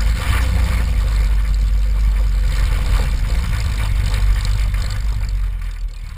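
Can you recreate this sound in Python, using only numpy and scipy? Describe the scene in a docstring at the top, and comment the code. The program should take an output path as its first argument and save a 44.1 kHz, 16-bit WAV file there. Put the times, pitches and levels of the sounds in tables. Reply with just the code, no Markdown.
"""The two-blade propeller and six-cylinder engine of a taxiing light aircraft drone at a camera on its tail.
The engine speeds up briefly, then is throttled back to idle; its tones boom as they cross the tail's
resonance. The exhaust thumps and crackles at each firing, and the turbulent propeller wash buffets the
camera housing, over dull knocks and thin squeaks. The camera holds its samples at a low rate, which
mirrors the sound into a thin treble fizz."""
import sys
import numpy as np
from scipy import signal
from scipy.fft import rfft, irfft, next_fast_len
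from scipy.io import wavfile
from scipy.ndimage import uniform_filter1d, map_coordinates

SR = 44100
rng = np.random.default_rng(int(sys.argv[2]) if len(sys.argv) > 2 else 0)


def unload_audio(sound):
    """Save the sound as a 16-bit wav file, at the path given as the first command line argument."""
    columns = np.transpose(np.atleast_2d(sound))
    # keep every value between -1 and 1, then stretch to whole-number steps
    steps = np.round(np.clip(columns, -1, 1) * 32767)
    wavfile.write(sys.argv[1], SR, steps.astype(np.int16))


N = 272097
TAXI_RATE = 70  # reference engine speed [firings/s]


def drone(turns, rate, rumble_db, blade_db=-15, firing_db=-17, octave_db=-20.5, waver_db=2.0):
    """Forced resonance: two blade passages and three firings per shaft turn drive the tail."""
    # response of the tail, booming near 50 Hz: (frequency [Hz], gain [dB])
    tail = [(24, -19), (32, -10), (38, -6), (42, -3.5), (49, -1), (58, -7.5), (67, -14.5), (74, -23),
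            (87, -7.5), (98, -5.5), (120, -16), (136, -14.5), (147, -27.5), (175, -12)]
    # brief dips of the drone: (time [s], gain [dB])
    dips = [(0.2, -9), (4.84, -6), (5.07, -1.5), (6.15, -8)]
    shaft_hz = rate / 3
    dip_db = swells(dips, half_s=0.048)
    boom = lambda order, db: shaft_tone(turns, order, db + along(tail, order * shaft_hz) + dip_db)
    blades = boom(2, blade_db + 16.5 * np.log2(rate / TAXI_RATE))  # a faster propeller drives harder
    # the engine's tones fade as the throttle closes, the firing tone's octave twice as fast
    closing_db = 2.5 * np.maximum(np.arange(N) / SR - 4.44, 0)
    firing = boom(3, firing_db + waver_db * wobble(20))
    octave = boom(6, octave_db - closing_db + waver_db * wobble(20))
    return blades + amp(-closing_db) * (firing + octave + overtones(turns, shaft_hz, rumble_db + 1))


def overtones(turns, shaft_hz, level_db, rough_db=3.0):
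    """Structure-borne sound: weak engine orders flare as they slide through the airframe's resonances."""
    # a four-stroke cycle allows half orders: (order [cycles/turn], relative level [dB])
    orders = [(1.5, -14), (4, -16), (5, -30), (7, -27), (9, -21.5), (12, -28), (15, -32.5)]
    # transmission through the airframe: (frequency [Hz], gain [dB])
    airframe = [(140, -4.5), (175, 5.5), (200, -8), (225, -1), (275, -1.5), (310, -6.5), (450, -27)]
    flare = lambda order: along(airframe, order * shaft_hz) + rough_db * wobble(16)
    return sum(shaft_tone(turns, order, level_db + db + flare(order)) for order, db in orders)


def rumble(firings, rate, level_db, uneven_db=-2, buffet_db=-3, split_hz=190):
    """Random excitation: unequal firings and eddies of wash thud against the tail."""
    # spectrum of the rumble: (frequency [Hz], relative density [dB])
    spectrum = [(12, -2.5), (22, -5), (35, 1), (50, 5), (70, -0.5), (100, -2.5), (140, -11), (175, -13),
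                (210, -19.5), (260, -25), (330, -34.5), (400, -64)]
    pushes = bursts(firings, rng.standard_normal(len(firings)), rise_s=0.00015, fall_s=0.00019)
    body = lambda x: unit(coloured(x, lambda hz: along(spectrum, hz)))
    whole = amp(uneven_db) * body(pushes) + amp(buffet_db) * body(rng.standard_normal(N))
    low = signal.sosfiltfilt(signal.butter(4, split_hz, fs=SR, output="sos"), whole)
    brightness = amp(4 * np.log2(rate / TAXI_RATE))  # the rumble dulls as the engine slows
    return amp(level_db) * (low + brightness * (whole - low))


def crackle(firings, level_db, spit_db=0.5, ring_db=-11, puff_db=-4, ring_hz=4650, puff_lag_s=0.0036):
    """Pulsed jet noise: each firing leaves the pipe as a ringing spit, then a puff as the gas slows."""
    # spectrum of the bright spits and cracks: (frequency [Hz], relative density [dB])
    spit_spectrum = [(400, -46), (1500, -6), (2200, -28), (3300, -1.5), (4000, 5), (4500, 5), (5100, 3),
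                     (5500, -2.5), (5950, -12.5), (6300, -78)]
    # spectrum of the duller puffs: (frequency [Hz], relative density [dB])
    puff_spectrum = [(800, -30), (1500, -31), (2500, 4), (3500, 10.5), (4200, -1), (5000, -4), (5800, 0),
                     (6300, -88)]
    # near idle the crackle skips a firing or two: (time [s])
    skips = [5.56, 5.86]
    strength, lateness, detune = rng.standard_normal((len(firings), 3)).T
    skipped = np.abs(firings[:, None] - skips).min(axis=1) < 0.022
    times = firings + 0.00033 * lateness
    sizes = amp(2.5 * strength - 25 * skipped)
    spits = unit(bursts(times, sizes, rise_s=0.0012, fall_s=0.0034))
    puffs = unit(bursts(times + puff_lag_s, sizes, rise_s=0.0015, fall_s=0.0048))
    # each spit rings at a slightly different pitch
    nearest_firing = np.searchsorted((firings[1:] + firings[:-1]) / 2, np.arange(N) / SR)
    ring = sine(ring_hz * np.exp(0.068 * detune)[nearest_firing])
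    sharp = cracks()
    spitting = amp(level_db) * spits * (amp(spit_db) * patchy(depth_db=4.5) + amp(ring_db) * ring)
    puffing = amp(level_db + puff_db) * puffs * patchy(depth_db=4.5)
    return housed(spitting + sharp, spit_spectrum) + housed(puffing, puff_spectrum)


def cracks(gain_db=-15.5, ring_hz=4550, spread_hz=550):
    """Wave steepening: a few exhaust pulses sharpen into cracks that ring raggedly."""
    # the sharpest exhaust cracks: (time [s], relative peak level [dB])
    peaks = [(1.162, -15), (1.2442, -16), (1.543, -16), (2.566, -18), (3.0067, -16.5), (3.6022, -12.5),
             (3.834, -12), (4.08, -17), (4.4077, -8), (4.4493, -7), (5.0055, -19.5)]
    times, db = np.transpose(peaks)
    envelope = bursts(times + 0.001, amp(db + gain_db), rise_s=0.0005, fall_s=0.0011)
    return envelope * sine(ring_hz + spread_hz * wobble(1400))


def wash(sway_db):
    """Turbulence: in the propeller's wake over the housing, large eddies roar and small ones rush."""
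    # the low roar between surges: (time [s], relative level [dB])
    roar_level = [(0.0, -43), (0.34, -34.5), (0.44, -39), (0.8, -36.2), (0.88, -43), (1.08, -40),
                  (1.38, -46), (2.04, -47.5), (2.94, -40.5), (4.82, -44.5), (6.16, -60.5)]
    # spectrum of the large eddies: (frequency [Hz], relative density [dB])
    roar_spectrum = [(100, -39.5), (200, -0.5), (300, -5), (380, -7), (470, -1.5), (560, -5), (760, -9.5),
                     (900, -6), (1300, -48), (3000, -82.5)]
    # the rush between surges: (time [s], relative level [dB])
    rush_level = [(0.0, -30.5), (0.18, -30.5), (0.3, -25), (0.56, -35), (0.72, -31), (0.92, -38.5),
                  (1.16, -35), (1.36, -40.1), (2.42, -41.5), (2.56, -34), (3.14, -35.5), (3.2, -39.2),
                  (3.3, -34), (4.94, -36.5), (5.28, -46), (5.66, -42.5), (5.88, -53.5), (6.16, -45)]
    # spectrum of the small eddies: (frequency [Hz], relative density [dB])
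    rush_spectrum = [(300, -32), (600, -14), (800, -16), (1050, -4.5), (1650, -7.5), (2350, -5),
                     (2800, -12), (3600, -11.5), (4500, -20.5), (5200, -16), (5900, -34), (6300, -69.5)]
    swirl = lambda: unit(amp(1.3 * wobble(55) + 1.8 * wobble(220)))  # gusts and faster flutter
    roar = amp(curve(roar_level) + sway_db + 0.3) * swirl() * patchy(depth_db=1.9)
    rush = amp(curve(rush_level) + sway_db + 0.33) * swirl() * patchy(depth_db=2.0)
    return housed(roar, roar_spectrum) + housed(rush, rush_spectrum)


def slaps(gain_db=-8):
    """Pressure transients: single strong eddies smack the housing."""
    # eddy strikes: (time [s], relative peak level [dB])
    strikes = [(0.257, -20), (0.377, -13), (4.607, -28), (4.739, -20), (5.231, -23), (5.613, -26.5),
               (5.76, -30.5)]
    # spectrum of a slap: (frequency [Hz], relative density [dB])
    spectrum = [(250, -27), (520, -18), (800, -12), (1200, 4), (1700, 6.5), (2400, 8.5), (3200, -13.5),
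                (4600, -12), (5600, -27), (6300, -94)]
    times, db = np.transpose(strikes)
    envelope = bursts(times + 0.002, amp(db + gain_db), rise_s=0.001, fall_s=0.013)
    return housed(envelope * patchy(depth_db=-1.0), spectrum)


def knocks(gain_db=-4):
    """Damped vibration: the airframe knocks dully as it rolls."""
    # knocks of the airframe: (time [s], relative peak level [dB])
    impacts = [(4.656, -28), (4.838, -29), (5.122, -29.5), (5.21, -33)]
    # spectrum of a knock: (frequency [Hz], relative density [dB])
    spectrum = [(200, -21), (450, -7), (630, 1), (800, -8), (1100, -4), (1800, -28), (5000, -60)]
    times, db = np.transpose(impacts)
    envelope = bursts(times + 0.002, amp(db + gain_db), rise_s=0.002, fall_s=0.011)
    return housed(envelope * rng.standard_normal(N), spectrum)


def squeaks(waver=0.00726):
    """Frequency modulation: brief, thin tones waver in pitch as the engine slows."""
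    # squeaks near idle: (time [s], pitch [Hz], peak level [dB])
    chirps = [(5.895, 2200, -48), (5.968, 2440, -43), (6.042, 2235, -40.5), (6.07, 2460, -46)]
    envelope = lambda s, db: bursts(np.array([s]), [amp(db)], rise_s=0.004, fall_s=0.019)
    return sum(envelope(s, db) * sine(hz * (1 + waver * wobble(130))) for s, hz, db in chirps)


def housed(x, spectrum):
    """Source and filter: x takes on a spectrum and the housing's resonances; white noise keeps its level."""
    # resonances and dips of the camera housing: (frequency [Hz], width [Hz], gain [dB])
    modes = [(515, 50, 8), (710, 30, 5), (885, 90, 5), (1170, 80, 5), (1290, 50, -4), (1465, 65, 6),
             (1795, 110, 5), (2160, 80, 5), (2350, 40, 4), (2570, 70, -5), (2700, 60, 3), (3035, 80, 6),
             (3300, 130, -8), (3655, 70, 3), (3990, 70, -3), (4150, 110, 3)]
    housing_db = lambda hz: sum(db / (1 + (2 * (hz - f) / width) ** 2) for f, width, db in modes)
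    gain_db = lambda hz: along(spectrum, hz) + housing_db(hz)
    power_gain = np.mean(amp(gain_db(np.linspace(0, SR / 2, 4096))) ** 2)
    return coloured(x, gain_db) / np.sqrt(power_gain)


def coloured(x, gain_db, size=8192):
    """Minimum-phase filtering of x, with the gain in dB a function of frequency."""
    hz = np.fft.rfftfreq(size, 1 / SR)
    cepstrum = irfft(np.log(amp(gain_db(hz)) + 1e-6))
    cepstrum[1:size // 2] *= 2
    cepstrum[size // 2 + 1:] = 0
    response = irfft(np.exp(rfft(cepstrum)))
    return signal.oaconvolve(x, response)[:N]


def patchy(depth_db):
    """Spectral modulation: noise of rms 1 swells and thins in patches of pitch and time."""
    spectra = signal.stft(rng.standard_normal(N), nperseg=256)[2]
    field = uniform_filter1d(rng.standard_normal(spectra.shape), size=5, axis=0)
    field = uniform_filter1d(field, size=10, axis=1)
    return unit(signal.istft(spectra * amp(depth_db * unit(field)), nperseg=256)[1][:N])


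def bursts(times, sizes, rise_s, fall_s):
    """Exponential growth and decay: an envelope with a peak of each size at its time."""
    hits = np.bincount(np.clip(np.round(times * SR).astype(int), 0, N), sizes, N + 1)[:N]
    t = np.arange(-SR // 10, SR // 10 + 1) / SR
    shape = np.exp(-np.abs(t) / np.where(t < 0, rise_s, fall_s))
    return signal.fftconvolve(hits, shape, "same")


def shaft_tone(turns, order, db):
    """Phase locking: a tone of rms level db makes `order` cycles per shaft turn."""
    return np.sqrt(2) * amp(db) * np.cos(2 * np.pi * order * turns)


def sine(hz):
    """A gliding tone whose phase is the integral of its frequency."""
    return np.sin(2 * np.pi * np.cumsum(hz) / SR)


def wobble(rate, steps=6):
    """A smooth random curve, rate knots a second."""
    knots = rng.standard_normal(int(N * rate / SR) + 4)
    grid = np.arange(len(knots) * steps) / steps
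    return np.interp(np.arange(N) * rate / SR, grid, map_coordinates(knots, [grid]))


def swells(rows, half_s):
    """Gaussian rises and dips from (time [s], gain [dB]) rows."""
    t = np.arange(N) / SR
    return sum(db * np.exp(-((t - s) / half_s) ** 2) for s, db in rows)


def curve(rows):
    """Linear interpolation of (time [s], value) rows at every sample."""
    return np.interp(np.arange(N) / SR, *np.transpose(rows))


def along(rows, hz):
    """Interpolation of (frequency [Hz], value) rows on a logarithmic axis."""
    f, values = np.transpose(rows)
    return np.interp(np.log(hz + 1), np.log(f + 1), values)


def amp(db):
    """Decibels to gain."""
    return 10 ** (np.asarray(db) / 20)


def unit(x):
    """x at rms 1."""
    return x / np.sqrt(np.mean(x ** 2) + 1e-20)


def scene():
    """Superposition: one shaft times propeller and exhaust; gusts sway wash and crackle together."""
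    # engine speed: (time [s], rate [firings/s])
    speed = [(0.0, 74.38), (0.2, 83.69), (0.44, 89.76), (0.74, 86.24), (1.06, 74.92), (1.38, 72.95),
             (2.06, 73.98), (2.66, 67.61), (3.01, 67.96), (3.6, 53.12), (3.9, 49.46), (4.38, 47.97),
             (5.16, 49.86), (5.83, 39.9), (6.17, 37.93)]
    # the low rumble: (time [s], relative level [dB])
    rumble_level = [(0.0, -26), (0.38, -21), (1.5, -26.5), (2.36, -28), (2.76, -20), (3.5, -22),
                    (3.92, -21), (5.3, -26.5), (5.82, -35.5), (6.16, -31.5)]
    # the exhaust's crackle between surges: (time [s], relative level [dB])
    crackle_level = [(0.0, -41), (2.04, -50), (2.42, -48.5), (2.52, -40.5), (2.82, -44.5), (3.0, -44.5),
                     (3.24, -43.5), (3.5, -40), (4.94, -41.5), (5.52, -54.5), (5.58, -47), (6.16, -53.5)]
    # brief surges (+) and lulls (-) of wash and crackle: (time [s], gain [dB])
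    surges = [(0.12, -5), (2.17, 3), (3.0, 5.5), (3.11, -2.5), (3.49, -4), (3.93, -5), (3.83, 3.5),
              (4.14, 3.5), (4.28, -2.5), (4.70, -6), (5.03, -2.5), (5.57, -5.5), (5.87, -2)]
    rate = curve(speed)
    cycles = np.cumsum(rate) / SR + 0.45
    turns = cycles / 3
    firings = np.flatnonzero(np.diff(np.floor(cycles))) / SR
    sway_db = 0.5 * wobble(16) + swells(surges, half_s=0.052)
    rumble_db = curve(rumble_level)
    engine = drone(turns, rate, rumble_db) + rumble(firings, rate, rumble_db)
    exhaust = crackle(firings, curve(crackle_level) + sway_db)
    return (engine + exhaust + wash(sway_db) + slaps() + knocks() + squeaks())[None]


def record(dry, hold_hz=12000, top_hz=15300):
    """Spectral imaging: sample-and-hold mirrors the sound about the hold rate, up to a band limit."""
    mirrored = dry * (1 + 2 * np.cos(2 * np.pi * hold_hz * np.arange(N) / SR))
    size = next_fast_len(N + SR // 2)
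    hz = np.fft.rfftfreq(size, 1 / SR)
    response = np.sinc(hz / hold_hz) * (hz < top_hz)
    return irfft(rfft(mirrored, size) * response, size)[:, :N]


dry = scene()
out = record(dry)
unload_audio(out)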